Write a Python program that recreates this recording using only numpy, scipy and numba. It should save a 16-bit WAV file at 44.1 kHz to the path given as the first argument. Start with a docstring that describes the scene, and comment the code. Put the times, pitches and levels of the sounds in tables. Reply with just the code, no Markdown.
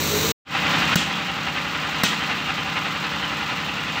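"""A fast engine drones and whines under an air hiss, then stops dead, at a roadside tyre shop. A slow diesel
fades in: each firing excites the modes of the exhaust pipe (a chug) and of the block (a clatter), and the
valves tick in between. Now and then metal buzzes briefly. A sledgehammer twice strikes a truck tyre at its
steel rim, which rings freely; a limiter ducks the engine around each blow."""
import sys
import numpy as np
from scipy import signal
from scipy.fft import rfft, irfft
from scipy.io import wavfile
from scipy.ndimage import uniform_filter1d, minimum_filter1d
from numba import njit

SR = 44100
rng = np.random.default_rng(int(sys.argv[2]) if len(sys.argv) > 2 else 0)


def generate_wav(sig):
    """Save sig (samples, or channels by samples) to the path in sys.argv[1] as 16-bit PCM at SR."""
    pcm = np.round(np.clip(np.atleast_2d(sig).T, -1, 1) * 32767).astype(np.int16)
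    wavfile.write(sys.argv[1], SR, pcm)


N = 176400

# Buzzes of loose metal: start_s, pitch_hz, level_db
RATTLES = [(1.12, 3310, -31), (1.27, 2870, -29.5), (2.205, 3090, -31), (2.575, 3110, -36),
           (3.215, 3040, -30.5), (3.68, 2770, -31), (3.755, 2780, -34)]
# Tones of the fast engine: pitch_hz, relative_db
FAST_TONES = [(86, -38), (126, -47), (155, -33), (206, -38.5), (258.5, -37.5), (310, -37.5), (361, -44),
              (413, -42.5), (465, -43), (518, -49), (569, -42)]
# Spectrum of its air hiss: frequency_hz, relative_db
HISS_SPECTRUM = [(60, -17), (150, -7.5), (340, -13), (450, -12), (673, -15), (1140, -10.5), (1590, -14),
                 (2240, -12), (3300, -14.5), (4000, -9), (5100, -21), (5900, -13.5), (7800, -19),
                 (9500, -29.5), (11000, -35), (13000, -21.5), (15300, -17)]
# Path of its climbing whine: time_s, pitch_hz, level_db
WHINE_PATH = [(0, 410, -48), (.09, 416.5, -46), (.14, 419.7, -27.5), (.21, 427, -34), (.25, 446, -31),
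              (.32, 454, -39.5)]

# Loudness contour of the diesel: time_s, clatter_gain_db, bass_gain_db
DIESEL_GAINS = [(.451, -40, -39), (0.471, -14.5, -19), (0.514, -3, -2), (.55, 3.5, -0.5), (.72, 7, 6.5),
                (.93, 7, 4.5), (1.05, 2, 0.5), (1.35, 0, 0), (1.9, 1.5, -1), (2.25, 2.5, 1),
                (2.45, 0.5, -0.5), (3.3, 0.55, -0.5), (4, 0.5, -1)]
# Spectrum of its low rumble: frequency_hz, relative_db
RUMBLE_SPECTRUM = [(45, -34), (70, -2.5), (120, -3), (180, -1), (290, -7.5), (400, -8.5), (700, -21),
                   (2000, -42)]
# Droning harmonics of the engine cycle: approximate_pitch_hz, relative_db
DRONE_TONES = [(119, -53.5), (141, -47.5), (152, -43), (162, -51), (173, -44), (184, -47.5), (195, -48.5),
               (217, -47.5), (238, -49), (260, -47), (282, -55.5), (293, -46), (325, -51.5), (379, -55),
               (466, -53), (574, -51.5)]
# Modes of the exhaust pipe: pitch_hz, relative_db, t60_s
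PIPE_MODES = [(72.6, -35.5, .12), (87.4, -39, 0.1)]
# Valve impacts after each firing: delay_cycles, relative_db, decay_s
VALVE_IMPACTS = [(0.259, 0, 0.011), (.54, 2.5, .016), (.72, -4, 0.03)]
# Spectrum of the valve ticks: frequency_hz, relative_db
VALVE_SPECTRUM = [(1500, -7), (4000, 9), (7500, -1), (9200, -16), (11400, -24), (12500, -9), (15300, -4)]
# Resonances of the engine block: centre_hz, width_hz, boost_db
BLOCK_RESONANCES = [(787, 42, 5.5), (1021, 14, 8.3), (1203, 20, 5.5), (1303, 64, 3.2), (1417, 40, 3.9),
                    (1780, 32, 1.9), (1893, 19, 4), (2021, 47, 5.2), (2455, 45, 3.9), (2545, 80, 4.4),
                    (2789, 93, 7.4), (3105, 33, 6), (3620, 30, 3.2), (4052, 14, 2.9)]
# Spectrum of the continuous clatter: frequency_hz, relative_db
CLATTER_SPECTRUM = [(150, -10.5), (410, -14), (500, -6.5), (690, -7.5), (850, -3), (1300, -1), (1700, -3),
                    (2800, -4), (3900, -7.5), (5000, -16.5), (7800, -25.5), (9200, -41), (16000, -44.5)]
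# Spectrum of the combustion knock: frequency_hz, relative_db
KNOCK_SPECTRUM = [(300, -17.5), (660, -13), (800, 4), (950, -4.5), (1300, -0.5), (2000, 1.5), (3000, -3),
                  (4200, -10), (6000, -21.5), (9000, -37), (15000, -50)]
# Firings of set strength, most of them harder than the rest: approximate_time_s, gain_db
ACCENTED_FIRINGS = [(.55, 2), (.73, 1), (1.01, 2.5), (1.47, 5.5), (1.57, 5.5), (1.84, 2), (1.93, -1),
                    (2.12, 4), (2.3, 7), (2.4, -0.5), (2.49, 5.5), (2.58, 3), (2.77, 6.5), (2.86, 2.5),
                    (3.04, 4), (3.32, 4), (3.5, 3.5), (3.96, 6)]

# Hammer blows: start_s, crack_gain_db, thud_gain_db, thud_pitch_hz, ring_gain_db
BLOWS = [(.956, -2, 0, 174, -12), (2.0344, -4, -8.5, 187, -12.5)]
# Modes of the steel rim: pitch_hz, relative_db, t60_s
RIM_MODES = [(212.5, -16, 1.3), (1285, -17, 0.15), (1425, -16, 0.29), (1880, -11, 0.47), (2550, -17, .3),
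             (2815, -13, 0.27), (3310, -14, 0.45), (3348, -12, .4), (3903, -13, .2), (5500, -18, 0.29),
             (6140, -15, 0.23), (7360, -25, .24)]
# Spectrum of the steel-on-steel crack: frequency_hz, relative_db
CRACK_SPECTRUM = [(100, -8), (450, -1), (900, -1.5), (1500, 4), (2500, -14), (3800, -6), (6500, -9),
                  (9000, -12.5), (10500, -32), (12000, -23), (14500, -11)]
# Spectrum of the rim's jangle: frequency_hz, relative_db
JANGLE_SPECTRUM = [(200, 4), (1000, -14), (3000, 3), (5000, -7.5), (7500, -9.5), (9500, -25.5),
                   (11300, -30), (14500, -24)]

FAST_FIRING_HZ, FAST_STOP_S, SWELL_DB_PER_S = 51.7, 0.32, 6.5
CYCLE_HZ, FIRST_FIRING_S, DIESEL_START_S = 10.835, 0.088, 0.451
CEILING_DB, LOOK_AHEAD_S, RELEASE_S, CUTOFF_HZ = -4, 0.0099, 0.043, 15600
t = np.arange(N) / SR


def undb(db):
    """Amplitude ratio: tenfold for every 20 decibels."""
    return 10 ** (np.asarray(db) / 20)


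def drift(rate_hz):
    """Moving averages smooth random steps into a drift with a spread near 1."""
    hold = max(int(SR / rate_hz), 1)
    steps = np.repeat(rng.standard_normal(N // hold + 1), hold)
    return 1.53 * uniform_filter1d(uniform_filter1d(steps, hold), hold)[:N]


def noise(spectrum, resonances=()):
    """Source and filter: white noise shaped by a spectrum and resonant peaks, scaled to rms 1."""
    f = np.arange(N // 2 + 1) * SR / N + 1e-3
    hz, db = np.array(spectrum, float).T
    gain = undb(np.interp(np.log(f), np.log(hz), db)) * np.minimum(f / hz[0], 1) ** 2
    for centre, width, boost_db in resonances:
        gain *= undb(boost_db / (1 + (2 * (f - centre) / width) ** 2))
    shaped = irfft(rfft(rng.standard_normal(N)) * gain, N)
    return shaped / shaped.std()


def burst(age, rise_s, decay_s, hold_s=0):
    """Transient envelope: linear rise, optional hold, exponential decay."""
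    return np.clip(age / rise_s, 0, 1) * np.exp(-np.maximum(age - rise_s - hold_s, 0) / decay_s)


def ring(modes, age):
    """Free vibration: a sum of damped modes, struck at age 0."""
    age = np.maximum(age, 0)
    return sum(undb(db) * np.sin(2 * np.pi * hz * age) * np.exp(-np.log(1000) * age / t60)
               for hz, db, t60 in modes)


def repeat(times, sizes, response):
    """Convolution with an impulse train repeats one response at each time and size."""
    impulses = np.zeros(N)
    np.add.at(impulses, np.clip(times * SR, 0, N - 1).astype(int), sizes * (times * SR < N))
    return signal.fftconvolve(impulses, response)[:N]


def hum(tones, waver_db):
    """Superposition of sinusoids in random phase, each wavering in level."""
    return sum(np.sqrt(2) * undb(db + waver_db * drift(8)) * np.sin(2 * np.pi * (hz * t + rng.random()))
               for hz, db in tones)


def rattles():
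    """Brief buzzes: metal rattles in one narrow band at a time."""
    out = np.zeros(N)
    for start, hz, db in RATTLES:
        buzz = drift(440) * np.sqrt(2) * np.sin(2 * np.pi * hz * t)
        out += undb(db) * buzz * burst(t - start, rise_s=0.02, decay_s=0.033)
    return out


def fast_engine():
    """Amplitude modulation: air hiss pulses at the firing rate over a drone and a climbing whine."""
    hiss = undb(-22) * noise(HISS_SPECTRUM) * (1 + 0.089 * np.cos(2 * np.pi * FAST_FIRING_HZ * t))
    times, hz, db = np.array(WHINE_PATH).T
    phase = 2 * np.pi * np.cumsum(np.interp(t, times, hz)) / SR
    whine = undb(np.interp(t, times, db) + 3.5 * drift(120)) * np.sqrt(2) * np.sin(phase)
    swell = undb(SWELL_DB_PER_S * (np.minimum(t, FAST_STOP_S) - FAST_STOP_S / 2))
    dead_stop = np.clip((FAST_STOP_S - t) / 0.0026, 0, 1)
    return ((hiss + hum(FAST_TONES, waver_db=1.5)) * swell + whine) * dead_stop


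def drone():
    """A periodic source sounds harmonics of its cycle; their slow beats are evened out."""
    harmonics = [(round(hz / CYCLE_HZ) * CYCLE_HZ, db) for hz, db in DRONE_TONES]
    tone = undb(1) * hum(harmonics, waver_db=1.3)
    power = uniform_filter1d(tone ** 2, int(0.031 * SR)) + 1e-12  # beats faster than 31 ms remain
    return tone * np.sqrt(power.mean() / power)


def exhaust(firings, scatter_db):
    """Pipe resonance: each firing thumps over the drone; the small mouth radiates no deep bass."""
    rise_s, lead_s = 0.028, 0.0156
    onset = 1 - np.cos(np.pi * np.minimum(t / rise_s, 1))
    thumps = repeat(firings - lead_s, undb(scatter_db), ring(PIPE_MODES, t) * onset)
    radiation = signal.butter(6, 55.4, "high", fs=SR, output="sos")
    return signal.sosfilt(radiation, thumps + drone())


def valves(firings, scatter_db):
    """Impact noise: the valve gear ticks three times a cycle above a faint steady hiss."""
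    ticks = np.zeros(N)
    for delay, db, decay_s in VALVE_IMPACTS:
        tick = burst(t, rise_s=0.00085, decay_s=decay_s)
        ticks += repeat(firings + delay / CYCLE_HZ, undb(db + scatter_db), tick)
    return undb(-43) * noise(VALVE_SPECTRUM) * (ticks + undb(-10))


def block(firings, scatter_db):
    """Structural resonance: the block colours both the combustion knocks and a grainy clatter."""
    knock_db = scatter_db.copy()
    for when, gain_db in ACCENTED_FIRINGS:
        knock_db[np.argmin(abs(firings - when))] = gain_db
    rise_s = 0.017
    envelope = repeat(firings - rise_s, undb(knock_db), burst(t, rise_s, decay_s=0.015, hold_s=0.019))
    clatter = undb(-28.5 + 0.78 * drift(250)) * noise(CLATTER_SPECTRUM, BLOCK_RESONANCES)
    knocks = envelope * undb(-31.5 + 1.4 * drift(400)) * noise(KNOCK_SPECTRUM, BLOCK_RESONANCES)
    return knocks + clatter


def diesel():
    """Periodic excitation: evenly timed firings of uneven strength drive block, valves and exhaust."""
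    firings = np.arange(FIRST_FIRING_S, N / SR, 1 / CYCLE_HZ)
    knock_db, valve_db, pipe_db = (rng.standard_normal((len(firings), 3)) * [1, 0.5, 3]).T
    clatter = block(firings, knock_db) + valves(firings, valve_db)
    bass = exhaust(firings, pipe_db) + undb(-41) * noise(RUMBLE_SPECTRUM)
    times, clatter_db, bass_db = np.array(DIESEL_GAINS).T
    clatter *= undb(np.interp(t, times, clatter_db))
    bass *= undb(np.interp(t, times, bass_db))
    return (t > DIESEL_START_S) * (clatter + bass)


def hammer():
    """Impulsive excitation: steel cracks on steel, the tyre thuds, the rim rings and jangles."""
    out = np.zeros(N)
    for start, crack_db, thud_db, thud_hz, ring_db in BLOWS:
        age = t - start
        crack = undb(crack_db) * noise(CRACK_SPECTRUM) * burst(age, rise_s=0.0011, decay_s=0.0054)
        thud = undb(thud_db) * np.sin(2 * np.pi * thud_hz * age) * burst(age, 0.004, decay_s=0.007)
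        jangle = undb(-3) * noise(JANGLE_SPECTRUM) * burst(age, rise_s=0.014, decay_s=0.046)
        rim = undb(-0.5) * ring(RIM_MODES, age)
        out += crack + thud + undb(ring_db) * (rim + jangle)
    return out


def scene():
    """Superposition: the pressures of both engines, the loose metal and the hammer add at one point."""
    return (fast_engine() + diesel() + rattles() + hammer())[None, :]


@njit
def follow_peaks(excess, retention):
    """Peak detection: the output follows a rise at once and relaxes exponentially."""
    out, held = np.empty(len(excess)), 0.
    for i in range(len(excess)):
        held = max(excess[i], held * retention + 1e-18)
        out[i] = held
    return out


def record(dry):
    """Look-ahead limiting lowers the gain around the loudest peaks; a low-pass cuts the top treble."""
    ahead = int(LOOK_AHEAD_S * SR)
    excess = np.log(np.maximum(abs(dry[0]) / undb(CEILING_DB), 1))
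    coming_peak = -minimum_filter1d(-excess, ahead, origin=-(ahead // 2))
    reduction = follow_peaks(coming_peak, np.exp(-1 / (RELEASE_S * SR)))
    gain = np.exp(-uniform_filter1d(reduction, size=64))
    low_pass = signal.ellip(10, 0.2, 80, CUTOFF_HZ, fs=SR, output="sos")
    return signal.sosfilt(low_pass, dry * gain)


dry = scene()
out = record(dry)
generate_wav(out)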